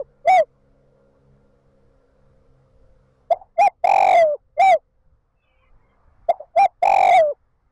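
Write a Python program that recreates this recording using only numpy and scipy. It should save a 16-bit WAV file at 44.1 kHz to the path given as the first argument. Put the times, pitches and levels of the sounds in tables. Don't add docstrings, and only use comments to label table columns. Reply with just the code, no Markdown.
import sys
import numpy as np
from scipy import signal
from scipy.io import wavfile
from scipy.ndimage import uniform_filter1d

SR = 44100
rng = np.random.default_rng(int(sys.argv[2]) if len(sys.argv) > 2 else 0)


def to_wav(s):
    ch = np.atleast_2d(s).T
    pcm = np.round(np.clip(ch, -1, 1) * 32767)
    wavfile.write(sys.argv[1], SR, pcm.astype(np.int16))


def gain_from_db(level_db):
    decades = np.asarray(level_db, float) / 20
    return 10 ** decades


N = 340011

# start_s, hold_s, level_db, second_beat_db
CLUCKS = [
    (3.301, .021, -7.6, -20),
    (6.283, .0155, -7.3, -11),
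]
# time_s, level_db, pitch_hz
HICCUP_SHAPE = [(0, -24, 700), (.011, 0, 700), (.021, -14, 670), (.045, -22, 620), (.058, -42, 620)]
SHORT_COO_SHAPE = [(0, -58, 720), (.015, -41, 700), (.024, -22, 630), (.033, -8.5, 665), (.049, -4, 705),
                   (.059, -4, 808), (.085, -4, 814), (.108, -5.5, 788), (.118, -5, 690)]
COO_SHAPE = [(0, -47, 555), (.017, -18, 572), (.024, -26, 610), (.034, -5, 675), (.047, -1.5, 690),
             (.056, -3.3, 765), (.1, -2.3, 752), (.128, -1.5, 725)]
SAG_SHAPE = [(0, -4.6, 668), (.024, -8.8, 646), (.05, -12.8, 614), (.09, -16.4, 588), (.124, -18, 580)]
# start_s, extra_hold_s, level_db, pitch_share
HICCUPS = [
    (3.406, .001, -33, 1.12),
    (6.395, .001, -23, .87),
]
SHORT_COOS = [
    (3.559, .001, .1, 1.005),
    (6.537, .005, -1.1, .985),
]
COOS = [
    (.243, .001, -.6, .995),
    (4.565, .016, -.2, 1.022),
]
SAGS = [
    (4.21, .007, -.1, 1.005),
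    (7.19, -.003, -.3, .995),
]
# time_s, level_db, pitch_hz
TRILL_JOINS = [
    [(4.141, -20.5, 717), (4.146, -6.5, 683), (4.157, -.1, 696), (4.16, -13, 638), (4.164, -6, 683),
     (4.175, -2.1, 712), (4.19, -3, 684)],
    [(7.103, -30, 611), (7.109, -4, 700), (7.122, -2.5, 675), (7.131, -2.1, 758), (7.137, -1.1, 682),
     (7.148, -2.1, 768), (7.172, -.6, 735), (7.181, -7.5, 705)],
]
# time_s, level_db, pitch_hz
LEFTOVER = [(0, -18.5, 560), (.008, -19.5, 570)]
# delay_s, level_db, pitch_share
SNAP_ENDING = [(.003, -15, 1.04), (.014, -31, 1.01)]
BREAK_ENDING = [(.005, -6, .97), (.012, -.5, .94), (.034, -6.5, .875), (.05, -13, .83), (.061, -22.5, .73),
                (.08, -52, .62)]
DIP_ENDING = [(.01, -6, .88), (.018, -15, .76), (.024, -30, .69), (.03, -48, .67)]
TRILLS = [
    [3.8417, 3.8697, 3.89, 3.9117, 3.9347, 3.9576, 3.9794, 4.0023, 4.0228, 4.0432, 4.0655, 4.0859, 4.1066,
     4.1268],
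    [6.8263, 6.8524, 6.8713, 6.8938, 6.9157, 6.9367, 6.9604, 6.9822, 7.0036, 7.0268, 7.0473, 7.0672, 7.0875],
]
# start_s, level_db, centre_hz, t60_s
FLUTTER = [(3.336, -29, 680, .17), (6.321, -28.5, 740, .15), (3.412, -44, 760, .16), (6.412, -38, 700, .15),
           (3.688, -40, 760, .11), (6.668, -39, 740, .12), (4.356, -45, 760, .08), (7.328, -49, 740, .08),
           (4.778, -50, 720, .09)]
# middle_s, length_s, level_db
GUSTS = [(.07, .2, -58), (.3, .3, -58), (.68, .25, -64), (1.38, .45, -59), (1.85, .5, -61), (2.35, .6, -57),
         (2.85, .6, -55), (3.35, .5, -59), (4.05, .6, -64), (4.6, .45, -55), (5.1, .35, -56),
         (5.75, .5, -56), (6.1, .5, -58), (6.27, .25, -56), (6.95, .6, -59), (7.57, .4, -66)]
# frequency_hz, density_db
RUMBLE_SPECTRUM = [(8.8, -24.5), (15, 4), (102, -8.5), (138, -14), (222, -35), (265, -20), (300, -41.5),
                   (390, -76)]
# frequency_hz, density_db
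WASH_SPECTRUM = [(60, -12.5), (350, -17.5), (700, -12), (1200, -11), (1500, -16), (2200, -26), (3000, -45),
                 (15000, -70)]
# frequency_hz, density_db
HISS_SPECTRUM = [(1180, -32.5), (2000, -2.5), (3180, -5), (5360, -6), (6680, -11), (10600, -13),
                 (11600, -24), (15000, -30.5)]
# time_s, level_db
LEAVES = [(0, -77), (3.25, -76), (3.75, -88), (4.9, -84), (5.35, -81), (5.68, -74), (6.25, -70),
          (6.75, -80), (7.71, -78)]
# time_s, level_db
INSECTS = [(0, -88), (1, -84), (3.2, -81.5), (3.7, -105)]
# time_s, level_db, firing_hz
ENGINE = [(0, -63, 68.4), (.5, -64.5, 67.5), (1, -59.5, 68.07), (1.6, -62.5, 67.85), (2.2, -63, 66.64),
          (3.3, -65, 64.9), (3.6, -73.5, 65.4), (5.6, -80, 65.6), (5.9, -68, 66.26), (6.2, -81, 66.44),
          (7.71, -83.5, 65.67)]
# multiple_of_firing_rate, level_db
ENGINE_ORDERS = [(2, -1), (3, -4.5), (4, -7.5), (5, -15), (6, -15.5), (7, -6), (8, -4), (10, -17),
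                 (20.5, -18)]
# time_s, level_db, pitch_hz
WHINE = [(4.801, -80.5, 523), (5.1, -73, 522), (5.299, -86, 520), (5.6, -67, 520), (5.82, -80, 520)]
# start_s, length_s, start_hz, end_hz, level_db
FAR_WHISTLES = [(5.35, .21, 2640, 2520, -74), (5.43, .13, 3020, 2930, -77), (5.41, .07, 3470, 3440, -82),
                (5.44, .17, 2380, 2270, -73), (5.55, .17, 2500, 2450, -74), (5.56, .08, 3130, 3100, -79),
                (5.6, .1, 2330, 2300, -72), (5.62, .09, 2050, 2080, -73), (5.6, .08, 1040, 1100, -68),
                (5.6, .1, 2900, 2880, -79), (5.8, .2, 2150, 2080, -75), (5.88, .06, 3200, 3150, -83),
                (5.77, .06, 1930, 1910, -80), (5.5, .12, 2780, 2700, -81)]
# frequency_hz, gain_db
MIC_RESPONSE = [(30, 0.5), (700, -2), (2200, -3), (4000, -3), (7000, -3.5), (10800, -6.5), (11300, -12),
                (16000, -11.5)]
# frequency_hz, level_under_sound_db
GRIT = [(30, -26.5), (300, -25), (1000, -24.5), (1600, -23.5), (2600, -17), (4500, -10.5), (8000, -7),
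        (15000, -5)]
# frequency_hz, level_under_whole_sound_db
SKIRT = [(1000, -70), (2000, -62), (3000, -68), (6000, -80.5), (15000, -90)]
# start_s, length_s, level_db
FLAT_LINES = [(0.257, 0.032, -52.5), (0.407, 0.027, -56.5), (3.319, 0.032, -48), (3.569, .028, -44.5),
              (3.664, 0.043, -45.5), (4.569, 0.046, -43), (4.736, 0.037, -56), (6.289, 0.039, -41),
              (6.655, 0.024, -50), (4.235, .025, -58)]


def dove():
    out = np.zeros(N)
    add(out, *held(LEFTOVER, DIP_ENDING))
    for note in CLUCKS:
        add(out, *held(cluck(*note), []))
    kinds = [(HICCUP_SHAPE, [], HICCUPS),
             (SHORT_COO_SHAPE, SNAP_ENDING, SHORT_COOS),
             (COO_SHAPE, BREAK_ENDING, COOS)]
    for shape, ending, notes in kinds:
        for note in notes:
            add(out, *held(placed(shape, *note), ending))
    for join, sag in zip(TRILL_JOINS, SAGS):
        add(out, *held(join + placed(SAG_SHAPE, *sag), DIP_ENDING))
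    for starts in TRILLS:
        for start, *shape in puffs(starts):
            add(out, *puff(start, *shape))
    for start, *shape in FLUTTER:
        add(out, start, flutter(*shape))
    return out


def tone(hz):
    wobble = 1 + .006 * drift(len(hz), 450)
    phase = 2 * np.pi * (np.cumsum(hz * wobble) / SR + rng.random())
    second_db = np.maximum(-35 - .12 * (hz - 599), -46)
    return np.sin(phase) + gain_from_db(second_db) * np.sin(2 * phase)


def held(rows, ending):
    last_s, last_db, last_hz = rows[-1]
    tail = [(last_s + delay, last_db + db, last_hz * share) for delay, db, share in ending]
    s, db, hz = np.transpose([*rows, *tail])
    t = np.arange(s[0], s[-1], 1 / SR)
    ends = np.clip(np.minimum(t - t[0] + 1e-4, t[-1] - t) / .002, 0, 1)
    level = uniform_filter1d(gain_from_db(np.interp(t, s, db)), size=70)
    return s[0], ends * level * tone(np.interp(t, s, hz))


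def placed(shape, start, extra, db, share):
    attack_s = .06
    s, shape_db, hz = np.transpose(shape)
    stretch = np.maximum(s - attack_s, 0) / max(s[-1] - attack_s, .01)
    return list(zip(start + s + extra * stretch, shape_db + db, hz * share))


def cluck(start, hold, db, beat_db):
    low_hz, high_hz, beat_hz = 640, 735, 630
    top = start + .0085
    end = top + hold
    return [(start, db - 33, low_hz), (top, db - 1.2, low_hz), (end, db, high_hz),
            (end + .003, beat_db - 6, beat_hz), (end + .007, beat_db, beat_hz),
            (end + .016, beat_db - 21, beat_hz)]


def puffs(starts):
    # length_s, start_hz, end_hz, level_db
    first, second = (.0153, 685, 718, -5.5), (.009, 715, 810, -3.5)
    third, last = np.array([(.012, 712, 834, -3.4), (.0132, 690, 762, -1.8)])
    blend = np.linspace(0, 1, len(starts) - 2)[:, None] ** 1.6
    rest = (1 - blend) * third + blend * last
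    return np.column_stack([starts, np.vstack([first, second, rest])])


def puff(start, length, start_hz, end_hz, db):
    rise_db_per_s, fall_s, rebound_s = 4200, .0031, .0055
    t = np.arange(-.009, length + fall_s + rebound_s, 1 / SR)
    shut = length + 0.49 * fall_s
    swell = gain_from_db(db - rise_db_per_s * np.maximum(.003 - t, 0)) * np.clip((shut - t) / fall_s, 0, 1)
    rebound = .055 * (.5 + rng.random())
    bounce = rebound * np.sin(np.pi * np.clip((t - shut) / rebound_s, 0, 1))
    slide = np.sin(np.clip((t - .002) / (length - .005), -.4, 1.5) * 1.55)
    return start + t[0], (swell - bounce) * tone(start_hz + (end_hz - start_hz) * slide)


def flutter(db, hz, t60):
    t = np.arange(0, .13, 1 / SR)
    rattle = rng.standard_normal(len(t))
    for _ in range(4):
        rattle = evened(resonate(rattle, hz, 380))
    return gain_from_db(db - 60 * t / t60) * np.minimum(t / 0.0052, 1) * rattle


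def pen(x):
    t60_s = .08
    taps = np.zeros(8000)
    slots = np.arange(100, 7900, 22)
    at = slots + rng.integers(0, 22, len(slots))
    taps[at] = rng.choice([-1., 1.], len(at)) * gain_from_db(-60 * at / SR / t60_s)
    return signal.oaconvolve(x, taps / np.linalg.norm(taps))[:N]


def air():
    t, coarse = np.arange(N) / SR, np.arange(0, N / SR + .02, .01)
    calm_db, leaf_hiss_db, circuit_db = -66, -17, -94
    gusts = 0
    for middle, length, db in GUSTS:
        gusts = gusts + gain_from_db(db) * np.cos(np.pi * np.clip((coarse - middle) / length, -.5, .5)) ** 2
    wind = np.interp(t, coarse, np.hypot(gain_from_db(calm_db), gusts))
    rumble = wind * gain_from_db(1.5 * drift(N, 29)) * hiss(RUMBLE_SPECTRUM, patchy_db=1.1)
    leaves = gain_from_db(np.interp(coarse, *np.transpose(LEAVES)))
    insects = gain_from_db(np.interp(coarse, *np.transpose(INSECTS)))
    wash = np.interp(t, coarse, leaves) * gain_from_db(5.5) * hiss(WASH_SPECTRUM, patchy_db=2.5)
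    fine = np.sqrt(insects ** 2 + (leaves * gain_from_db(leaf_hiss_db)) ** 2 + gain_from_db(circuit_db) ** 2)
    return rumble + wash + np.interp(t, coarse, fine) * hiss(HISS_SPECTRUM, patchy_db=1.1)


def engine():
    s, db, hz = np.transpose(ENGINE)
    t = np.arange(N) / SR
    firing_hz = np.interp(t, s, hz) * (1 + 0.0027 * drift(N, 6))
    phase = 2 * np.pi * np.cumsum(firing_hz) / SR
    orders = np.zeros(N)
    for k, order_db in ENGINE_ORDERS:
        orders += gain_from_db(order_db + 3.5 * drift(N, 9)) * np.sin(k * phase + k * k)
    pipe_hz, pipe_width_hz, roar_db = 500, 150, -3.5
    roar = resonate(rng.standard_normal(N), pipe_hz, pipe_width_hz)
    roar = evened(resonate(roar, pipe_hz, pipe_width_hz))
    out = gain_from_db(np.interp(t, s, db)) * (evened(orders) + gain_from_db(roar_db) * roar)
    s, db, hz = np.transpose(WHINE)
    whine = np.sin(2 * np.pi * np.cumsum(np.interp(t, s, hz)) / SR)
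    return out + gain_from_db(np.interp(t, s, db, -140, -140)) * whine


def far_birds():
    out = np.zeros(N)
    for s, length, start_hz, end_hz, db in FAR_WHISTLES:
        hz = np.linspace(start_hz, end_hz, round(length * SR))
        whistle = resonate(rng.standard_normal(len(hz)), hz, 75)
        whistle = evened(resonate(whistle, hz, 75))
        add(out, s, gain_from_db(db + 2.5) * whistle * np.hanning(len(hz)) ** 0.41)
    return out


def hiss(points, patchy_db):
    frames, hz = N // 512 + 5, np.fft.rfftfreq(2048, 1 / SR)
    a, b, patches = rng.standard_normal((frames, 1025, 3)).T
    patches = evened(uniform_filter1d(uniform_filter1d(patches, 10, 0), 6, 1))
    z = (a + 1j * b) * gain_from_db(read(points, hz)[:, None] + patchy_db * patches)
    return evened(signal.istft(z, nperseg=2048, noverlap=1536)[1][:N])


def resonate(x, hz, width):
    turn = np.exp(2j * np.pi * np.cumsum(hz * np.ones(len(x))) / SR)
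    r = np.exp(-np.pi * width / SR)
    return 2 * (turn * signal.lfilter([1 - r], [1, -r], x * turn.conj())).real


def drift(size, hz):
    span = int(SR / hz)
    return evened(uniform_filter1d(uniform_filter1d(rng.standard_normal(size), span), span))


def evened(x):
    return x / np.sqrt(np.mean(x ** 2) + 1e-20)


def read(points, hz):
    f, value = np.transpose(points)
    return np.interp(np.log(hz + 1), np.log(f + 1), value)


def add(mix, s, sound):
    part = mix[max(round(s * SR), 0):][:len(sound)]
    part += sound[:len(part)]


def scene():
    bird = dove()
    return (bird + gain_from_db(-27) * pen(bird) + air() + engine() + far_birds())[None]


def low_pass(x):
    return signal.sosfilt(signal.butter(12, 15790, fs=SR, output="sos"), x)


def record(dry):
    ceiling, makeup_db, limit_db = .37, 1.5, -9.6
    squared = gain_from_db(makeup_db) * np.clip(dry[0], -ceiling, ceiling)
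    rms = np.sqrt(abs(uniform_filter1d(uniform_filter1d(squared ** 2, size=60), size=60)))
    excess = np.maximum(rms / gain_from_db(limit_db + .5 * drift(N, 70)), 1)
    hz, t, z = signal.stft(squared / excess, SR, nperseg=512, noverlap=384)
    z = z * gain_from_db(read(MIC_RESPONSE, hz))[:, None]
    power = abs(z) ** 2
    total = power.sum(0)
    near = uniform_filter1d(uniform_filter1d(power, size=13, axis=0), size=11, axis=0)
    loud = (total / total.max()) ** .6
    grit = abs(near) * loud * gain_from_db(2 * read(GRIT, hz))[:, None]
    skirt = total * gain_from_db(2 * read(SKIRT, hz))[:, None]
    a, b = rng.standard_normal((len(t), len(hz), 2)).T
    z = z + (a + 1j * b) * np.sqrt(grit + skirt)
    gritty = signal.istft(z, SR, nperseg=512, noverlap=384)[1][:N]
    for s, length, db in FLAT_LINES:
        t = np.arange(0, length, 1 / SR)
        line = np.sin(2 * np.pi * 2090 * t)
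        add(gritty, s, gain_from_db(db) * signal.windows.tukey(len(t), .7) * line)
    return low_pass(gritty[None])


dry = scene()
out = record(dry)
to_wav(out)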